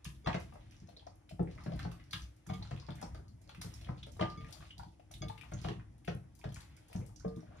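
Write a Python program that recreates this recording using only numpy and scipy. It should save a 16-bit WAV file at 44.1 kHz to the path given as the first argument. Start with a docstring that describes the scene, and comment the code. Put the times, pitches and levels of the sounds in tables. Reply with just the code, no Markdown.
"""A small kitchen, where a hand turns oiled raw chicken in a glass bowl on a glass hob.
Impacts excite normal modes: the bowl thumps the hob, and now and then bone or a ring clinks on the bowl.
Cavities resonate as the pieces slap together and air pockets suck open; the oil film ticks as it tears.
Under these lie squelching, rubbing, a low rumble and the still air. The sound is heard from the counter,
both directly and as the room's reverberation, with a stereo colouring that widens it."""
import sys
import numpy as np
from scipy import signal
from scipy.fft import rfft, irfft, next_fast_len
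from scipy.io import wavfile
from scipy.ndimage import uniform_filter1d, map_coordinates

SR = 44100
rng = np.random.default_rng(int(sys.argv[2]) if len(sys.argv) > 2 else 0)


def log_audio(samples):
    """Write samples as a 16-bit WAV file to the path given in sys.argv[1]."""
    # one column per channel
    frames = np.atleast_2d(samples).T
    # limit to full scale, then quantise
    limited = np.clip(frames, -1, 1)
    pcm = np.round(limited * 32767).astype(np.int16)
    wavfile.write(sys.argv[1], SR, pcm)


N = 335160

# The still air. Each row: frequency in Hz, relative spectral density in dB.
AIR_SPECTRUM = [(15, -43), (25, -19), (66, -2.5), (113, 0), (221, -24), (305, -4), (378, -18), (826, -18.5),
                (2560, -49.5), (5580, -30), (7700, -31), (11200, -29.5), (15500, -78)]
# The kitchen's reverberation. Each row: frequency in Hz, time to fall 60 dB in seconds, gain in dB.
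ROOM_DECAY = [(106, 0.7, -6.5), (475, 0.23, 0), (970, 0.3, -1), (1830, 0.27, -0.5), (4900, 0.23, -0.5),
              (11500, 0.44, -5)]
# Stereo width of the background and reverberation: centred in the bass, wide in the middle, mono above
# 11 kHz. Each row: frequency in Hz, left-right likeness from 0 (wide) to 1 (mono).
STEREO_LIKENESS = [(60, 1), (150, 0.86), (300, 0.68), (600, 0.17), (3000, 0.0057), (8000, 0.21), (11000, 1)]
# The hand at work. Each row: time in seconds, then levels in dB of hob rumble, squish and oil fizz.
HAND_EFFORT = [(0.0, -85, -88, -102), (0.08, -52, -80, -68), (0.22, -59.5, -77, -93), (0.38, -52, -74, -72),
               (0.82, -59, -74, -77.5), (1.33, -68, -83.5, -109), (1.52, -56, -64, -74),
               (1.74, -45.5, -62, -66), (2.08, -59.5, -85, -89), (2.2, -60, -71, -59),
               (2.36, -72, -98, -97), (2.55, -55, -65, -68.5), (2.79, -59, -68.5, -71),
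               (3.1, -50, -80, -79), (3.41, -62.5, -83, -106), (3.68, -53, -67, -68),
               (4.04, -51.5, -75, -78), (4.42, -51.5, -63.5, -72), (4.6, -56, -65, -67),
               (4.69, -61, -90, -64), (4.82, -63, -75, -77), (5.08, -63.5, -103, -97),
               (5.35, -56.5, -71, -78), (5.65, -53.5, -70, -59.5), (5.88, -57.5, -82, -102),
               (6.39, -62.5, -78, -104), (6.58, -54, -69, -72), (6.74, -61, -78.5, -80),
               (6.86, -69, -77, -75), (6.96, -62, -65.5, -68.5), (7.17, -55.5, -76.5, -87),
               (7.42, -55.5, -77, -93), (7.6, -60.5, -59.5, -73)]
# The hob under the hand's weight. Each row: frequency in Hz, relative spectral density in dB.
RUMBLE_SPECTRUM = [(25, -2), (45, 11.5), (65, 5.5), (110, 6.5), (200, -5), (330, -10), (420, -38.5)]
# Skin sliding over wet meat. Each row: time in seconds, level in dB.
RUB_LEVELS = [(0.0, -76.5), (0.08, -85), (0.38, -73.5), (1.33, -85.5), (1.5, -76.5), (1.78, -68.5),
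              (2.09, -77.5), (2.24, -78), (2.5, -83), (2.67, -80.5), (3.02, -67), (3.24, -93), (3.51, -78),
              (3.68, -71), (4.13, -79), (4.36, -72), (4.66, -80.5), (4.91, -91), (5.14, -79), (5.33, -76),
              (5.63, -73), (5.88, -83), (6.43, -84), (6.58, -71.5), (7.22, -86), (7.6, -72)]
# Modes of the bowl. Each row: frequency in Hz, relative level in dB, time to fall 60 dB in seconds.
BOWL_MODES = [(452, -4, .45), (1204, -4, .63), (2215, -5, .2), (3430, -4, .1), (4826, -5, .07),
              (6360, -8, .055)]
# Bone or ring on the glass. Each row: start in seconds, level in dB, hardness in dB per octave,
# relative level of the rim's sway in dB, seconds until the meat damps it, factor on the decay times.
BOWL_CLINKS = [(0.245, -61.5, 3.5, 8, 0.017, 2.6), (2.490, -49, -2.5, -6, 0.038, 1.3),
               (2.534, -49, 0.5, -7, 0.03, 1.9), (4.193, -40.5, -18, -1, 0.02, 1.1),
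               (4.209, -31, -45, -19, 0.3, 0.8), (4.375, -54.5, 1, -5, 0.095, 2.1),
               (5.219, -52, 8, -2.5, 0.44, 1.3), (7.247, -52, -31, 14, 0.16, 0.94)]
# Modes of the hob. Each row: frequency in Hz, relative level in dB, time to fall 60 dB in seconds.
HOB_MODES = [(60.95, -1, 0.53), (76.8, -16, 0.76), (101.85, -2, 0.35), (130, -2, 0.33), (145.7, -3, 0.2),
             (175, 1.5, 0.22), (223.8, -0.5, 0.14), (267.7, 7, 0.16), (318.3, 5.5, 0.26),
             (396.8, -1.5, 0.31)]
# The bowl landing on the hob. Each row: start in seconds, peak level in dB, centre frequency in Hz.
HOB_THUMPS = [(0.064, -39.5, 85), (0.268, -31.5, 109), (0.271, -28, 186), (0.292, -37, 150),
              (0.348, -31, 166), (0.821, -43.5, 124), (1.324, -41, 122), (1.395, -29.5, 208),
              (1.406, -27.5, 136), (1.663, -37, 170), (1.68, -30.5, 130), (1.706, -40, 111),
              (1.74, -34.5, 111), (1.858, -33, 120), (2.141, -38.5, 95), (2.221, -42, 62),
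              (2.475, -44, 176), (2.5, -31, 136), (2.545, -41.5, 116), (2.597, -38, 104), (2.715, -39, 130),
              (2.729, -33.5, 118), (2.886, -42.5, 159), (2.893, -37, 148), (3.028, -40, 193),
              (3.582, -41, 125), (3.646, -44, 130), (3.663, -39.5, 106), (3.805, -47, 70),
              (3.894, -30.5, 130), (4.027, -50.5, 137), (4.209, -27, 182), (4.219, -28.5, 159),
              (4.371, -41.5, 184), (4.603, -46, 81), (4.789, -43.5, 83), (4.866, -47, 104),
              (5.153, -44.5, 69), (5.213, -36, 126), (5.25, -40.5, 119), (5.267, -41, 117),
              (5.52, -42, 120), (5.538, -33, 107), (5.618, -41, 110), (5.653, -32, 121), (5.691, -32, 130),
              (5.771, -40, 99), (5.873, -49, 85), (6.081, -32.5, 135), (6.152, -37, 118),
              (6.456, -33.5, 109), (6.5, -43, 107), (6.954, -30.5, 126), (6.996, -34.5, 112),
              (7.258, -32, 162), (7.368, -38.5, 190)]
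# Air pockets sucking open. Each row: start in seconds, level in dB, pitch in Hz, decay time in cycles.
POCKET_POPS = [(0.886, -50, 642, 2.8), (0.965, -48, 3950, 20), (1.025, -59.5, 795, 2.3),
               (1.067, -44.5, 683, 5.1), (1.31, -50, 635, 2), (1.718, -40, 580, 3.6),
               (2.623, -48.5, 850, 2.2), (2.624, -43.5, 3940, 11), (4.029, -40, 3420, 5.3),
               (4.7055, -45.5, 2930, 11.4), (4.795, -44, 880, 4.6), (4.796, -54, 1420, 10.4),
               (4.832, -49.5, 828, 4), (4.996, -54, 664, 2.7), (5.297, -41, 847, 7.3),
               (5.5362, -39, 6250, 5.2), (7.205, -60.5, 1380, 3.7)]
# The oil film tearing. Each row: start in seconds, level in dB, centre in Hz, hiss over snap in dB.
FILM_TICKS = [(0.0434, -37.5, 4900, 10), (0.052, -38.5, 3120, -17), (0.197, -69, 9000, 8),
              (0.2594, -35.5, 3000, -49), (0.271, -33, 3450, -30), (0.329, -37.5, 2240, -25),
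              (0.3439, -50, 2930, -21), (0.398, -48.5, 8050, 11.5), (0.535, -54.5, 8500, 8.5),
              (0.709, -52.5, 5200, 5), (0.721, -53, 2500, -15), (0.765, -51.5, 5600, -23),
              (0.8, -50, 5800, -23), (0.872, -52, 5800, -13), (0.889, -52, 4150, -1),
              (0.9936, -46.5, 3470, -31), (1.066, -44, 5100, -25), (1.155, -46.5, 11800, -10),
              (1.291, -45.5, 2700, -10), (1.293, -48.5, 4600, 7), (1.428, -53, 8400, -14),
              (1.551, -54, 5040, -4), (1.583, -69, 5000, 3), (1.606, -53, 4930, -1),
              (1.636, -50, 5700, 4.5), (1.719, -44, 3100, -17), (1.7345, -48, 4340, -13),
              (1.758, -60, 9000, 16), (1.7904, -41.5, 3940, -1), (1.8283, -39, 4240, -22),
              (1.9131, -50, 3100, 12), (2.038, -54, 5060, -4), (2.108, -38, 4580, -2),
              (2.1282, -33, 3500, 2.5), (2.1303, -26.5, 3000, -19), (2.218, -40.5, 5100, -15),
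              (2.363, -66, 7350, 17.5), (2.466, -46.5, 6200, 8.5), (2.4996, -46, 3180, -5),
              (2.5366, -46.5, 3450, 3), (2.6728, -47.5, 4940, -23), (2.762, -46, 3060, -7),
              (2.7753, -47.5, 2830, -13), (2.7978, -42, 4800, -25), (2.8647, -48, 4060, -19),
              (2.8837, -66, 3050, -23), (2.9044, -40, 3830, -13), (2.953, -56.5, 7000, 17.5),
              (3.013, -37.5, 8000, 1), (3.0253, -38, 5230, -17), (3.1447, -48, 4420, 2.5),
              (3.2804, -51.5, 4700, 1), (3.414, -67.5, 7000, 20), (3.441, -59, 5000, -20),
              (3.4748, -55, 5000, -5), (3.491, -40.5, 3460, -3.5), (3.5463, -46, 2430, 5),
              (3.6127, -36, 4230, 11), (3.642, -47, 4000, -5), (3.7, -56, 9700, -5), (3.7373, -41, 5350, 8),
              (3.8112, -46, 3400, 3), (3.844, -41.5, 3470, -8), (4.065, -45, 9200, -8),
              (4.1175, -50, 6260, 6.5), (4.1674, -56.5, 3900, 15.5), (4.2078, -29, 3180, -32),
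              (4.222, -31, 1880, -30), (4.299, -41, 4350, -10), (4.445, -45, 2230, -9),
              (4.506, -59, 7040, 14), (4.525, -38.5, 4600, 5), (4.779, -44, 4140, 1),
              (4.797, -61, 3420, -20), (4.833, -48.5, 4260, -18), (4.885, -55, 3950, -18),
              (4.996, -57, 2310, 5), (5.1124, -45.5, 5840, 10), (5.1376, -38.5, 3550, 2.5),
              (5.22, -46, 3500, -31), (5.2824, -40, 3600, 2.5), (5.3768, -44.5, 2600, -1),
              (5.4103, -40, 2470, -5), (5.441, -54, 3400, -17), (5.515, -52, 3100, 7.5),
              (5.6142, -46, 5200, 7), (5.6441, -38, 2750, -35), (5.6838, -38, 2860, -30),
              (5.98, -52, 9050, -4), (6.047, -48.5, 2620, 7), (6.0752, -36, 2760, -27),
              (6.148, -41.5, 10900, -20), (6.3495, -68.5, 7000, 22.5), (6.3882, -58.5, 5170, 14.5),
              (6.413, -48.5, 2380, -21), (6.439, -49, 3050, -24), (6.49, -49.5, 4150, -2),
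              (6.5206, -50, 2820, 10), (6.5423, -34.5, 7100, -27), (6.558, -44.5, 2460, 6.5),
              (6.6046, -44.5, 4320, 6), (6.765, -54, 5460, 9.5), (6.881, -56, 7000, 17),
              (6.928, -46.5, 2820, 12.5), (6.96, -44, 6200, -15), (6.991, -50.5, 6160, 6),
              (7.062, -43, 9500, -4), (7.1591, -42.5, 5860, -10), (7.197, -42.5, 6140, -12),
              (7.2794, -47.5, 4700, -2), (7.3602, -55, 3540, 11.5), (7.405, -54, 5330, -20),
              (7.57, -54, 6500, -24)]
# Two resonances that colour the hiss of a tear. Each row: centre in Hz, quality factor.
HISS_BANDS = [(11900, 0.4), (13900, 0.6)]
# Meat on meat. Each row: start in seconds, level in dB, cavity resonance in Hz, spray over slap in dB.
MEAT_SLAPS = [(0.05, -43.5, 1350, 2), (0.259, -32.5, 1030, -8), (0.269, -23.5, 790, -6.5),
              (0.292, -35, 1500, -24), (0.341, -33.5, 560, 3), (0.522, -51, 780, -5.5),
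              (0.554, -48, 624, -18), (0.968, -53, 497, -23), (1.392, -30.5, 470, -17),
              (1.659, -37.5, 540, -0.5), (1.791, -36, 1340, -12), (1.848, -39, 700, -29),
              (1.915, -48.5, 1190, -12), (1.995, -50, 2030, -27), (2.129, -35, 1500, -4),
              (2.138, -49, 1550, -18), (2.463, -60, 1510, 10), (2.496, -38.5, 660, -1),
              (2.708, -41, 644, -1), (2.885, -39, 620, -6), (3.014, -43.5, 870, -3),
              (3.024, -34.5, 690, -26), (3.145, -49, 560, 4.5), (3.191, -53, 485, -27),
              (3.492, -47.5, 950, -3), (3.545, -55.5, 1270, 10), (3.613, -45, 1800, 6.5),
              (3.642, -48.5, 604, -24), (3.885, -35, 590, -15), (4.066, -49.5, 476, -2),
              (4.165, -49, 626, -20), (4.193, -33, 710, -5.5), (4.208, -24.5, 660, -11),
              (4.224, -34.5, 790, -6), (4.604, -52, 900, -10), (4.622, -47.5, 880, -13),
              (5.109, -53.5, 640, 2), (5.223, -41, 475, 0.5), (5.433, -49.5, 1240, -22),
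              (5.518, -44, 564, 2.5), (5.644, -32.5, 560, -7.5), (5.683, -34, 547, -1),
              (5.793, -47.5, 1440, -29), (6.077, -30, 490, -2), (6.439, -39, 580, -1.5),
              (6.564, -47, 1130, -1), (6.77, -55, 1900, -20), (6.949, -44.5, 730, -15),
              (7.001, -46.5, 535, -15), (7.244, -35, 530, -36)]
# Acoustic shadow on direct sound. Each row: frequency in Hz, left over right in dB.
DIRECT_SHADOW = [(350, -2), (750, 13.5), (1200, -1), (4000, -1)]
# The colour that both channels share. Each row: frequency in Hz, gain in dB.
SHARED_GAIN = [(25, -20.5), (60, 3), (6000, -4.5), (7800, -7.5), (10000, -8), (13600, -11), (14300, -19),
               (15700, -38)]
# A left-right phase shift that widens the sound. Each row: frequency in Hz, lead of the left in radians.
LEFT_LEAD = [(60, 0.22), (180, 0.52), (300, 0.91), (500, 1.95), (750, 2.5), (1210, 5.69), (2070, 6.6),
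             (2840, 3.7), (3880, 8.08), (6800, 14.76), (9300, 17.5), (10100, 16.77), (12500, 23.2),
             (14000, 20.2)]
# Stereo balance. Each row: frequency in Hz, left over right in dB.
LEFT_GAIN = [(60, 0.5), (150, 2), (380, -0.5), (650, 0), (950, 0.5), (2380, 1.5), (5980, -2.5),
             (15000, 2.5)]

TAILS = 5  # independent reverberant tails, each fed by a track; one more track bypasses the room
CLUMPS_PER_S = 30  # rate at which the wet grains change level together
SIDES = np.array([[.5], [-.5]])  # splits a difference between left and right


def amp(db):
    """Amplitude ratio of a level in decibels."""
    return 10 ** (np.asarray(db) / 20)


def unit(x):
    """Normalisation to an rms of 1."""
    return x / np.sqrt(np.mean(x ** 2) + 1e-20)


def peak(x, db):
    """Normalisation of the largest swing to a level in dB."""
    return amp(db) * x / np.abs(x).max()


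def along(points, hz):
    """Interpolation of a table's second column on a logarithmic frequency axis."""
    rows = np.transpose(points)
    return np.interp(np.log(hz + 1), np.log(rows[0] + 1), rows[1])


def envelope(points, column=1):
    """Amplitude at each sample, by interpolation of levels in dB over time."""
    rows = np.transpose(points)
    return amp(np.interp(np.arange(N) / SR, rows[0], rows[column]))


def filtered(x, response):
    """Linear filtering: the spectrum is multiplied by a frequency response."""
    size = next_fast_len(x.shape[-1] + 4096)
    return irfft(rfft(x, size) * response(np.fft.rfftfreq(size, 1 / SR)), size)[..., :x.shape[-1]]


def resonance(hz, q):
    """Band-pass response of a damped oscillator, with gain 1 at hz."""
    return lambda f: 1j * f * hz / q / (hz * hz - f * f + 1j * f * hz / q)


def stereo_spread(pair, spectrum):
    """Mid-side mixing: two independent signals are coloured and given a width that varies with pitch."""
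    def weights(hz):
        angle = np.arccos(np.clip(along(STEREO_LIKENESS, hz), -1, 1)) / 2
        return amp(along(spectrum, hz)) * [np.cos(angle), np.sin(angle)]
    mid, side = filtered(pair, weights)
    return np.array([mid + side, mid - side])


def spatter(t, spread_s):
    """Impulsive noise: two trains of pressure steps swell and die within a few times spread_s."""
    age = t / np.clip(spread_s, .0002, .02)
    steps = rng.standard_normal((2, len(t))) * rng.exponential(1, len(t)) * age ** 2 * np.exp(-1.6 * age)
    return steps / np.linalg.norm(steps, axis=1, keepdims=True)


def add(tracks, k, start, sound, pan_db=0, shelter_db=0):
    """Superposition of event k; a source deep in the bowl reaches the room weaker by shelter_db."""
    i = round(start * SR)
    n = min(len(sound), N - i)
    panned, room_share = sound[:n] * amp(pan_db * SIDES), amp(-shelter_db)
    tracks[k % TAILS, :, i:i + n] += room_share * panned
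    tracks[TAILS, :, i:i + n] += (1 - room_share) * panned


def still_air():
    """Ambient noise: a faint, steady background fills the kitchen."""
    return amp(-66.5) * unit(stereo_spread(rng.standard_normal((2, N)), AIR_SPECTRUM))


def reverberation(tracks):
    """Reverberant decay: the room's answer dies exponentially, each frequency at its own rate."""
    hz, t, noise = signal.stft(rng.standard_normal((TAILS, 2, SR // 3)), SR, nperseg=256)
    t60 = along(ROOM_DECAY, hz)[:, None]
    tails = signal.istft(noise * amp(-60 * t / t60) / np.sqrt(t60), SR, nperseg=256)[1]
    tails /= np.linalg.norm(tails, axis=-1, keepdims=True)
    colour = np.array(ROOM_DECAY)[:, ::2]
    tails = np.array([stereo_spread(pair, colour) for pair in tails])
    delayed = np.pad(tails, ((0, 0), (0, 0), (130, 0)))  # reflections arrive 3 ms late
    return signal.oaconvolve(tracks, delayed, axes=-1)[..., :N].sum(0)


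def hob_rumble():
    """Forced vibration: the hand's weight keeps the hob rumbling in lumps."""
    lumps_db = 2.0 * map_coordinates(rng.standard_normal(N // 3000 + 4), [np.arange(N) / 3000])
    noise = filtered(rng.standard_normal(N), lambda hz: amp(along(RUMBLE_SPECTRUM, hz)))
    return envelope(HAND_EFFORT) * unit(amp(lumps_db) * noise)


def skin_rub():
    """Sliding friction: tiny random slips of skin over wet meat make a broad band of noise."""
    slips = rng.standard_normal(N) * rng.exponential(1, N)
    return envelope(RUB_LEVELS) * unit(filtered(slips, lambda f: resonance(1880, q=0.72)(f) ** 2))


def wet_grains(count, hz, octaves, decay_cycles):
    """Damped oscillation: many small bubbles or ticks of random size and pitch sound in sticky clumps."""
    rise_cycles, size_scatter_db, clump_scatter_db = 0.27, 6, 5.5
    when, tone, size = rng.random((count, 3)).T
    pitch = np.clip(hz * 2 ** (octaves * (2 * tone - 1)), 100, 15000)[:, None]
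    samples = np.arange(400)
    cycles = pitch * samples / SR
    shape = np.exp(-cycles / decay_cycles) * (1 - np.exp(-cycles / rise_cycles))
    clumps_db = clump_scatter_db * rng.standard_normal(int(CLUMPS_PER_S * N / SR) + 2)
    clump = (when * N / SR * CLUMPS_PER_S).astype(int)
    level_db = clumps_db[clump] - size_scatter_db * np.log(size + 0.058)
    grains = amp(level_db)[:, None] * shape * np.sin(2 * np.pi * cycles)
    index = (when * N).astype(int)[:, None] + samples
    return unit(np.bincount(index.ravel(), grains.ravel(), N)[:N])


def squelch(tracks):
    """Incoherent addition: bubbles, oil fizz and rubbing merge into a texture that follows the hand."""
    squish = envelope(HAND_EFFORT, 2) * wet_grains(count=1600, hz=1060, octaves=1.126, decay_cycles=2.1)
    fizz = envelope(HAND_EFFORT, 3) * wet_grains(count=7000, hz=6190, octaves=1.29, decay_cycles=1.27)
    texture = squish + fizz + skin_rub()
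    tail = np.arange(N) * CLUMPS_PER_S // SR % TAILS  # successive clumps feed different tails
    for k in range(TAILS):
        tracks[k] += texture * uniform_filter1d(1. * (tail == k), size=400)


def bowl_clinks():
    """Free vibration: harder contact favours the bowl's upper modes, which ring until meat damps them."""
    damping_db_per_s, rise_s = 500, 0.00035
    out, t = np.zeros(N + SR), np.arange(SR // 2) / SR
    hz, mode_db, t60 = np.array(BOWL_MODES).T[:, :, None]
    for start, db, hardness, sway_db, free_s, decay_factor in BOWL_CLINKS:
        level_db = db + mode_db + hardness * np.log2(hz / hz[1])
        level_db[0] = db + sway_db  # the rim's sway depends on where the blow lands
        decay_db = 60 * t / (t60 * decay_factor) + damping_db_per_s * np.clip(t - free_s, 0, None)
        modes = amp(level_db - decay_db) * np.sin(2 * np.pi * hz * t)
        out[round(start * SR):][:len(t)] += modes.sum(0) * (1 - np.exp(-t / rise_s))
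    return out[:N]


def hob_thumps():
    """Modal excitation: a landing favours low modes near its centre; a harder one adds upper modes."""
    upper_from_hz, rise_s, punch_s = 250, 0.0068, 0.016
    out, t = np.zeros(N + SR), np.arange(SR // 2) / SR
    hz, mode_db, t60 = np.array(HOB_MODES).T[:, :, None]
    attack = (1 - np.exp(-t / rise_s)) * (1 + 2.32 * np.exp(-t / punch_s))  # first cycles swing wider
    for start, db, centre_hz in HOB_THUMPS:
        scatter, detune = rng.standard_normal((2, len(HOB_MODES), 1))
        upper_db = -21.5 + 12 * np.log2(centre_hz / 130)
        lower_db = -11.5 * np.abs(np.log2(hz / centre_hz))
        level_db = mode_db + np.where(hz > upper_from_hz, upper_db, lower_db) + 3.04 * scatter
        modes = amp(level_db - 60 * t / t60) * np.sin(2 * np.pi * hz * (1 + 0.043 * detune) * t)
        out[round(start * SR):][:len(t)] += peak(modes.sum(0) * attack, db)
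    return out[:N]


def pocket_pops(tracks):
    """Bubble resonance: an air pocket opens with a spatter and rings briefly, climbing in pitch."""
    opening_s, climb = 0.002, 0.103
    t = np.arange(SR // 10) / SR
    for k, (start, db, hz, cycles) in enumerate(POCKET_POPS):
        age = t * hz / cycles
        glide = 1 + climb * (np.minimum(age, 4) - 1) / 2
        ring = (1 - np.exp(-t / opening_s)) * np.exp(-age) * np.sin(2 * np.pi * hz * t * glide)
        rough = filtered(spatter(t, 2 * opening_s)[0], resonance(hz, q=9.3))
        add(tracks, k, start, peak(ring, db) + peak(rough, db), shelter_db=6)


def film_ticks(tracks):
    """Rupture: the oil film snaps and rings the gap, air hisses through, and the film peels on."""
    t = np.arange(SR // 20) / SR
    for k, (start, db, hz, hiss_db) in enumerate(FILM_TICKS):
        tear_s = 0.0016 * amp(0.25 * (db + 43.5))  # a louder tear lasts longer
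        snap, hiss = spatter(t, tear_s)[0], spatter(t, spread_s=0.003)[1]
        pan_db = 5.5 * rng.standard_normal()
        peel = spatter(t, spread_s=0.01) * rng.exponential(1, len(t)) ** 2  # sparse, sticky steps
        snap, hiss = np.array([snap, hiss]) + amp(-10) * peel / np.linalg.norm(peel, axis=1)[:, None]
        snap = filtered(filtered(snap, resonance(hz, q=3.2)), resonance(hz, q=0.82))
        hiss = filtered(filtered(hiss, resonance(*HISS_BANDS[0])), resonance(*HISS_BANDS[1]))
        add(tracks, k, start, peak(snap, db), pan_db, shelter_db=3)
        add(tracks, k, start, peak(hiss, db + hiss_db), pan_db)


def meat_slaps(tracks):
    """Cavity resonance: pressure steps ring the air between the pieces, along with a broader spray."""
    t = np.arange(SR // 10) / SR
    for k, (start, db, hz, spray_db) in enumerate(MEAT_SLAPS):
        slap_s = 0.0037 * amp(0.09 * (db + 34.5))  # a louder slap spatters longer
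        body, spray = spatter(t, slap_s)
        cutoff_hz = 5.7 * hz  # soft meat passes little above this
        body = filtered(body, lambda f: (resonance(hz, q=1.13)(f) / (1 + 1j * f / cutoff_hz)) ** 2)
        spray = filtered(filtered(spray, resonance(1080, q=1.0)), resonance(1800, q=0.32))
        add(tracks, k, start, peak(body, db) + peak(spray, db + spray_db), shelter_db=1.5)


def scene():
    """Superposition of direct sound, reverberation and the still air."""
    tracks = np.zeros((TAILS + 1, 2, N))
    for wet_source in (meat_slaps, pocket_pops, film_ticks, squelch):
        wet_source(tracks)
    hob, bowl = hob_thumps() + hob_rumble(), bowl_clinks()
    direct = filtered(tracks.sum(0), lambda hz: amp(along(DIRECT_SHADOW, hz) * SIDES)) + hob + bowl
    tracks[2] += amp(-11.5) * hob + amp(-15) * bowl  # both stand close and excite the room less
    return still_air() + direct + amp(4.0) * reverberation(tracks[:TAILS])


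def record(dry):
    """Stereo colouring: a left-right phase shift that varies with frequency widens the sound."""
    def response(hz):
        gain = amp(along(SHARED_GAIN, hz) + along(LEFT_GAIN, hz) * SIDES)
        phase = along(LEFT_LEAD, hz) * SIDES
        return gain * np.exp(1j * phase) * (hz < 15720)  # band limit
    return filtered(dry, response)


dry = scene()
out = record(dry)
log_audio(out)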